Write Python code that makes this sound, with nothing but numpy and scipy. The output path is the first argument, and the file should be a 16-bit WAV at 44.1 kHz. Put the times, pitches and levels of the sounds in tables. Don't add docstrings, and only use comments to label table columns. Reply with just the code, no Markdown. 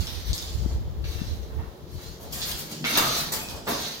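import sys
import numpy as np
from scipy import signal
from scipy.fft import rfft, irfft, next_fast_len
from scipy.io import wavfile
from scipy.ndimage import uniform_filter1d, map_coordinates

SR = 44100
rng = np.random.default_rng(int(sys.argv[2]) if len(sys.argv) > 2 else 0)


def digitize_waveform(pressure):
    field = np.atleast_2d(pressure).T
    bounded = np.clip(field, -1, 1)
    quanta = np.round(bounded * 32767).astype(np.int16)
    wavfile.write(sys.argv[1], SR, quanta)


def gain_from_decibels(decibels):
    exponent = np.asarray(decibels, float) / 20
    return 10 ** exponent


N = 176400


def unit(x):
    return x / np.sqrt(np.mean(x ** 2) + 1e-20)


def along(points, hz):
    f, v = np.transpose(points)
    return np.interp(np.log(hz + 1), np.log(f + 1), v)


def curves(rows):
    time_s, *columns = np.transpose(rows)
    return [np.interp(np.arange(N) / SR, time_s, c) for c in columns]


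def wobble(knots_per_s):
    return map_coordinates(rng.standard_normal(200), [np.arange(N) * knots_per_s / SR])


def filtered(x, response):
    m = next_fast_len(x.shape[-1] + 4096)
    spectrum = rfft(x, m) * response(np.fft.rfftfreq(m, 1 / SR))
    return irfft(spectrum, m)[..., :x.shape[-1]]


def grains(size, per_s, spread_db):
    hit = rng.random(size) < per_s / SR
    strength = rng.standard_normal(size) * gain_from_decibels(spread_db * rng.exponential(size=size))
    return unit(hit * strength)


def add(out, time_s, x):
    part = out[:, round(time_s * SR):][:, :x.shape[1]]
    part += x[:, :part.shape[1]]


# (frequency [Hz], correlation [0..1])
FIELD_LIKENESS = [(100, 1), (300, 0.89), (700, 0.17), (1500, 0.033), (15000, 0.033)]


def paired(pair):
    def mid_side_gain(hz):
        turn = np.arccos(np.clip(along(FIELD_LIKENESS, hz), -1, 1)) / 2
        return np.sqrt(.5) * np.array([np.cos(turn), np.sin(turn)])

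    mid, side = filtered(pair, mid_side_gain) * np.sqrt(2)
    return np.array([mid + side, mid - side])


# (frequency [Hz], t60 [s])
ROOM_DECAY = [(150, 0.99), (500, 0.85), (2000, 0.53), (5000, 0.32), (14000, 0.1)]
PORT_LAG_SAMPLES = 7
DIRECT_DB = -5


def room(x, direct_db, decay_scale=1):
    hz, t, z = signal.stft(rng.standard_normal((2, SR // 2)), SR, nperseg=256)
    t60_s = decay_scale * along(ROOM_DECAY, hz)
    tail = paired(signal.istft(z * gain_from_decibels(-60 * t / t60_s[:, None]), SR, nperseg=256)[1])
    tail = np.pad(tail / np.linalg.norm(tail[0]), ((0, 0), (120, 0)))
    tail[0, PORT_LAG_SAMPLES] = tail[1, 0] = gain_from_decibels(direct_db)
    return signal.fftconvolve(x[None], tail, axes=1)


def steady(wet, dry):
    return wet * np.linalg.norm(dry) / np.linalg.norm(wet) * np.sqrt(2)


# (frequency [Hz], relative level [dB])
HUSH_SPECTRUM = [(59, -38), (100, -6.5), (149, 1.5), (276, -5.5), (440, -5), (510, -7), (579, -6),
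                 (671, -12), (865, -14), (1560, -23), (6880, -26.5), (8500, -37.5), (15700, -33)]
HUSH_DB, DRIFT_DB, DRIFT_KNOTS_PER_S = -47, 1.2, 3.42


def hush():
    noise = paired(rng.standard_normal((2, N)))
    tone = unit(filtered(noise, lambda hz: gain_from_decibels(along(HUSH_SPECTRUM, hz))))
    return gain_from_decibels(HUSH_DB + DRIFT_DB * wobble(DRIFT_KNOTS_PER_S)) * tone


# (frequency [Hz], relative level [dB])
HUM_TONES = [(360.7, -61), (446.8, -58)]


def hum():
    out, t = np.zeros(N), np.arange(N) / SR
    for hz, level_db in HUM_TONES:
        gain = gain_from_decibels(level_db + 1 + 4.5 * wobble(5.45))
        out += gain * np.sin(2 * np.pi * hz * t + 1.7 * wobble(12))
    return out


def port_gains(left_over_right_db):
    return 2 / (1 + gain_from_decibels(np.array([-left_over_right_db, left_over_right_db])))


# (time [s], level [dB], left over right [dB])
AIR_LEVELS = [(0.0, -20, -15), (0.08, -36, -2), (0.15, -36, -22.5), (0.18, -30, -26), (0.23, -33.5, 13),
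              (0.33, -25, 8), (0.37, -38.5, 2), (0.52, -32.5, 6), (0.56, -31.5, -16), (0.59, -25.5, 17.0),
              (0.63, -22, 20.5), (0.68, -26, 1), (0.71, -26, 10), (0.86, -26, -7), (0.91, -29, 16.5),
              (0.95, -32, 7), (1.0, -29.5, -3), (1.1, -28.5, 12), (1.14, -42, -1), (1.16, -30, 20),
              (1.21, -34.5, -3), (1.26, -36, 15), (1.3, -31, -9), (1.4, -29.5, 16), (1.45, -34.5, 5),
              (1.5, -34.5, -4), (1.61, -28, -15), (1.65, -41.5, 13), (1.78, -54, -3), (1.84, -42, 15),
              (1.87, -57, 11), (1.96, -22.5, 27), (2.02, -51, 18), (2.06, -38, 29), (2.12, -48.5, 10),
              (2.27, -44.5, 2.5), (2.34, -37.5, 24), (2.52, -43.5, 10), (2.54, -36, 2), (2.72, -63, 9),
              (2.75, -60, 15), (3.39, -42, -1), (3.85, -56.5, 6), (4.0, -53, 10)]
# (frequency [Hz], relative level [dB])
BUFFET_SPECTRUM = [(12, -54), (20, -32), (51, 2.5), (75, 2), (134, -11.5), (307, -33.5), (331, -19),
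                   (400, -56.5), (520, -72), (880, -120)]
EVEN_S = 0.0486
LUMPS_DB, LUMPS_PER_S = 4, 16


def buffeting():
    level_db, pan_db = curves(AIR_LEVELS)
    rush = filtered(rng.standard_normal((2, N)), lambda hz: gain_from_decibels(along(BUFFET_SPECTRUM, hz)))
    local_power = np.abs(uniform_filter1d(rush ** 2, int(EVEN_S * SR), axis=1))
    rush = rush / np.sqrt(local_power + 0.28 * np.mean(rush ** 2))
    lumps = gain_from_decibels(LUMPS_DB * np.array([wobble(LUMPS_PER_S), wobble(LUMPS_PER_S)]))
    return port_gains(pan_db) * gain_from_decibels(level_db) * unit(rush * lumps)


# (time [s], level [dB], left over right [dB], frequency [Hz], width [s])
PUFFS = [(.661, -17.5, 27, 167, 0.0012), (1.217, -20, 31, 165, 0.0017), (1.946, -31.5, 16, 109, 0.0037)]


def puffs():
    out, t = np.zeros((2, N)), np.arange(-SR // 50, SR // 50) / SR
    for time_s, level_db, pan_db, hz, width_s in PUFFS:
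        puff = -np.cos(2 * np.pi * hz * t) * np.exp(-(t / width_s) ** 2 / 2)
        add(out, time_s + t[0] + width_s, gain_from_decibels(level_db) * port_gains(pan_db)[:, None] * puff)
    return out


# (time [s], level [dB], frequency [Hz], length [s], half width [Hz])
RINGING_BANDS = [(4.2, -18.5, 2230, 0.0061, 180), (3.34, -42, 2500, 0.054, 54), (2.848, -28, 2170, 0.0077, 150),
                 (2.972, -23, 1200, 0.011, 147)]
RING_DECAY_SCALE = 1.1


def ringing_bands():
    out, t = np.zeros((2, N)), np.arange(SR // 5) / SR
    for time_s, level_db, hz, length_s, width_hz in RINGING_BANDS:
        noise = rng.standard_normal(len(t))
        band = unit(filtered(noise, lambda f: 1 / (1 + ((f - hz) / width_hz) ** 2)))
        shape = t / length_s * np.exp(1 - t / length_s)
        add(out, time_s, gain_from_decibels(level_db) * steady(room(band * shape, DIRECT_DB, RING_DECAY_SCALE), shape))
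    return out


# (time [s], relative level [dB], centre [Hz])
SHELL_TICKS = [(0.0702, -17.5, 4330), (0.3311, -13, 5360), (0.3794, -15.5, 5280), (0.4244, -18.5, 4800),
               (0.4744, -23, 5040), (1.042, -28, 3860), (2.4174, -14.5, 4180), (2.4924, -16, 12400),
               (2.5144, -13, 4360), (2.9547, -13, 2940), (2.9734, -8.5, 3900), (2.978, -16, 2920),
               (2.9834, -4, 4250), (3.3233, -35, 5200), (3.487, -19, 4300)]
TICK_DB, TICK_T60_S, TICK_OCTAVES, TICK_DIRECT_DB = -8, 0.013, 0.63, -2


def ticks():
    out, t = np.zeros((2, N)), np.arange(SR // 30) / SR
    for time_s, level_db, centre_hz in SHELL_TICKS:
        noise = rng.standard_normal(len(t))
        band = filtered(noise, lambda f: 1 / (1 + (np.log2((f + 1) / centre_hz) / TICK_OCTAVES) ** 4))
        crack = unit(band) * gain_from_decibels(-60 * t / TICK_T60_S)
        add(out, time_s, gain_from_decibels(level_db + TICK_DB) * room(crack, TICK_DIRECT_DB))
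    return out


# (frequency [Hz], width [Hz], level [dB])
BOARD_MODES = [(224, 93, -22), (280, 20, -3), (678, 180, -18.5), (1030, 61, -5.5), (1453, 82, -29),
               (1596, 20, -2.5), (1813, 22, -7.5), (2243, 82, 0.5), (2720, 31, 6)]


def wood(f):
    response = 0.29
    for k, (centre_hz, width_hz, level_db) in enumerate(BOARD_MODES):
        damping = 1j * f * width_hz
        response = response + (-1) ** k * gain_from_decibels(level_db) * damping / (centre_hz ** 2 - f * f + damping)
    return response


# (time [s], relative level [dB], clatter length [s], centre [Hz])
BOARD_KNOCKS = [(.01, -39, 0.044, 800), (0.097, -44.5, 0.036, 700), (0.278, -39, 0.018, 756),
                (0.418, -40, 0.033, 596), (0.622, -36, 0.021, 450), (0.698, -37, 0.015, 650),
                (1.038, -39, 0.048, 1850), (1.175, -37, 0.026, 1210), (1.503, -41.5, 0.035, 700),
                (1.588, -32.5, 0.014, 750), (1.594, -57, .02, 1570), (1.983, -37, 0.01, 880),
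                (2.199, -37, 0.028, 440), (2.233, -40, 0.074, 400), (2.457, -35, 0.02, 1480),
                (2.842, -15.5, 0.019, 2040), (2.899, -23, 0.11, 1110), (2.971, -15, 0.019, 1080),
                (3.081, -25, 0.011, 470), (3.147, -29, 0.035, 960), (3.321, -28, 0.032, 875),
                (3.505, -29.5, 0.022, 556), (3.668, -16.5, .02, 864), (3.689, -24.5, 0.017, 447),
                (3.714, -33, 0.017, 590)]
KNOCK_DB, CONTACTS_PER_S, CONTACT_SPREAD_DB = -3.5, 800, 4.9
SLOPE_DB_PER_OCTAVE = 3.5
SOFT_OCTAVES = 1.42


def knocks():
    out, t = np.zeros((2, N)), np.arange(SR // 4) / SR
    for time_s, level_db, length_s, centre_hz in BOARD_KNOCKS:
        def hardness(f):
            slope = gain_from_decibels(-SLOPE_DB_PER_OCTAVE * np.abs(np.log2((f + 1) / centre_hz)))
            return slope / (1 + (f / centre_hz / 2 ** SOFT_OCTAVES) ** 4)

        fade = np.exp(-t / max(length_s, .003))
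        contacts = grains(len(t), CONTACTS_PER_S, CONTACT_SPREAD_DB)
        contacts[20] = 10
        clatter = filtered(contacts * fade, lambda f: hardness(f) * wood(f))
        add(out, time_s, gain_from_decibels(level_db + KNOCK_DB) * steady(room(clatter, DIRECT_DB), fade))
    return out


# (frequency [Hz], level [dB], t60 [s])
FLOOR_MODES = [(155, 0.5, 0.18), (231, 2, 0.11), (295, 1, 0.085), (400, -2.5, 0.081)]
# (time [s], relative level [dB], pitch [Hz])
PAW_LANDINGS = [(2.233, -43, 167), (2.331, -39, 153), (2.46, -36.5, 164), (2.58, -30, 147),
                (2.628, -43, 178), (2.712, -26, 236), (2.759, -33, 148), (2.809, -19, 230),
                (2.921, -19, 280), (2.996, -22, 270), (3.059, -25.5, 153), (3.109, -31, 151),
                (3.186, -26, 187), (3.258, -29, 153), (3.31, -48, 161), (3.398, -33, 221),
                (3.529, -36.5, 300), (3.676, -20, 302), (3.713, -25, 257), (3.737, -30, 299),
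                (3.779, -37, 275), (3.847, -31, 220)]
PAW_DB, PAW_DB_PER_OCTAVE, PAW_RISE_S = -2, 15.5, 0.0063
PAW_DIRECT_DB, PAW_DECAY_SCALE = 1.5, .35


def paws():
    out, t = np.zeros((2, N)), np.arange(SR // 5) / SR
    for time_s, level_db, pitch_hz in PAW_LANDINGS:
        thud = np.zeros(len(t))
        for hz, mode_db, t60_s in FLOOR_MODES:
            off_pitch_db = PAW_DB_PER_OCTAVE * abs(np.log2(hz / pitch_hz))
            ring = np.sin(2 * np.pi * hz * rng.normal(1, 0.046) * t)
            thud += gain_from_decibels(mode_db - off_pitch_db - 60 * t / t60_s) * ring
        thud *= 1 - np.exp(-t / PAW_RISE_S)
        add(out, time_s, gain_from_decibels(level_db + PAW_DB) * steady(room(thud, PAW_DIRECT_DB, PAW_DECAY_SCALE), thud))
    return out


GRAINS_PER_S, GRAIN_SPREAD_DB = 4000, 1.8
CLUMPS_DB, CLUMPS_PER_S = 1.4, 50


def scuff():
    return grains(N, GRAINS_PER_S, GRAIN_SPREAD_DB)


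def clumps():
    return gain_from_decibels(CLUMPS_DB * wobble(CLUMPS_PER_S))


# (frequency [Hz], relative level [dB])
CLAW_SPECTRUM = [(4000, -7), (6500, -1), (8000, -0.5), (9200, 0), (11000, -1), (12500, -0.5), (15000, 0.5),
                 (16500, -3.5)]


def claw_scratch():
    return unit(filtered(scuff(), lambda hz: gain_from_decibels(along(CLAW_SPECTRUM, hz))) * clumps())


# (frequency over skid centre [ratio], relative level [dB])
TOY_SPECTRUM = [(.2, -25), (.35, -18.5), (.5, -14), (.65, -11), (0.849, -12), (1.01, -4), (1.3, -7),
                (1.6, -3.5), (1.9, -15.5), (2.3, -16), (3, -54)]
# (time [s], level before the room [dB], claws over toy [dB])
SKID_LEVELS = [
    [(0.0, -32, -5.5), (0.01, -42, 1.5), (0.062, -46.5, 3)],
    [(0.071, -36.5, -5), (0.083, -43, -2), (0.251, -45, -4.5), (0.297, -42, -1), (0.322, -47, -9)],
    [(0.331, -39.5, 4), (0.341, -45.5, 7), (0.469, -43, -5.5), (0.735, -52.5, -6), (0.929, -74.5, -8),
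     (1.033, -79, 20.5)],
    [(1.041, -48.5, -2), (1.091, -44, -3), (1.333, -49, -6), (1.443, -62, 1), (1.831, -71, 6),
     (1.9, -55, -9)],
    [(1.901, -58, 3), (2.033, -47.5, -2), (2.177, -55, -2), (2.225, -55, 10), (2.305, -51.5, -8),
     (2.312, -45, 8)],
    [(2.322, -25, -3), (2.332, -39, 2), (2.394, -40.5, 5.5), (2.408, -36, 2)],
    [(2.417, -30, -6), (2.521, -41, 7.5), (2.567, -41.5, 2.5), (2.589, -38.5, 6.5), (2.689, -50, 0),
     (2.7, -32.5, -5)],
    [(2.71, -39, 7), (2.722, -38.5, -4), (2.836, -50, -3)],
    [(2.846, -31, -6.5), (2.87, -31.5, -3), (2.902, -33.5, 1.5), (2.96, -26, -7), (2.965, -24, -6)],
    [(2.973, -17, 5), (2.981, -34, 11), (3.053, -31, 1), (3.093, -30.5, -7), (3.175, -29.5, 1.5),
     (3.312, -43, -2.5)],
    [(3.32, -24, 8), (3.326, -32.5, 6), (3.47, -45.5, -0.5), (3.494, -41.5, 2.5), (3.65, -52.5, -8),
     (3.66, -39, 0)],
    [(3.669, -32.5, -1), (3.717, -35.5, 1.5), (3.781, -35, -5), (3.829, -35, -3.5), (4.0, -43, -7)],
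]
SKID_CENTRES = [4260, 3770, 4440, 3870, 4170, 4630, 4350, 4440, 3900, 3950, 4740, 3990]
SKID_DIRECT_DB, SKID_DECAY_SCALE = -10.5, 0.57
STRETCH_S = .07


def skids():
    contacts = scuff() * clumps()
    claws = claw_scratch()
    ratio, colour_db = np.transpose(TOY_SPECTRUM)
    dry, out = np.zeros((1, N)), np.zeros((2, N))
    for rows, centre_hz in zip(SKID_LEVELS, SKID_CENTRES):
        level_db, scratch_db = curves(sorted(rows))
        span = slice(max(round(min(rows)[0] * SR), 0), round(max(rows)[0] * SR))
        toy = unit(filtered(contacts[span], lambda hz: gain_from_decibels(np.interp(hz / centre_hz, ratio, colour_db))))
        skid = gain_from_decibels(level_db[span]) * (toy + gain_from_decibels(scratch_db[span]) * claws[span])
        add(dry, span.start / SR, skid[None])
    step = round(STRETCH_S * SR)
    for start in range(0, N, step):
        add(out, start / SR, room(dry[0, start:start + step], SKID_DIRECT_DB, SKID_DECAY_SCALE))
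    return out


# (frequency [Hz], left over right [dB])
PORT_BALANCE = [(60, -3), (180, -0.5), (550, -1.5), (1650, -1.5), (4970, -1), (15000, 5)]


def scene():
    sound = skids() + knocks() + paws() + ringing_bands() + ticks() + hush() + hum()
    half = np.array([[.5], [-.5]])
    return filtered(sound, lambda hz: gain_from_decibels(half * along(PORT_BALANCE, hz))) + buffeting() + puffs()


def top_cut(x):
    return signal.sosfilt(signal.butter(12, 16640, fs=SR, output="sos"), x)


# (frequency [Hz], gain [dB])
MIC_COLOUR = [(100, 0.5), (1800, 1.5), (2600, -2.5), (3300, 3.5), (4000, 2.5), (6000, -2), (8000, -4),
              (10000, -0.5), (15000, 3.5), (15900, -0.5)]
TOP_HZ = 15950


def record(dry):
    mix = filtered(dry, lambda hz: gain_from_decibels(along(MIC_COLOUR, hz)) * (hz < TOP_HZ))
    return top_cut(mix)


dry = scene()
out = record(dry)
digitize_waveform(out)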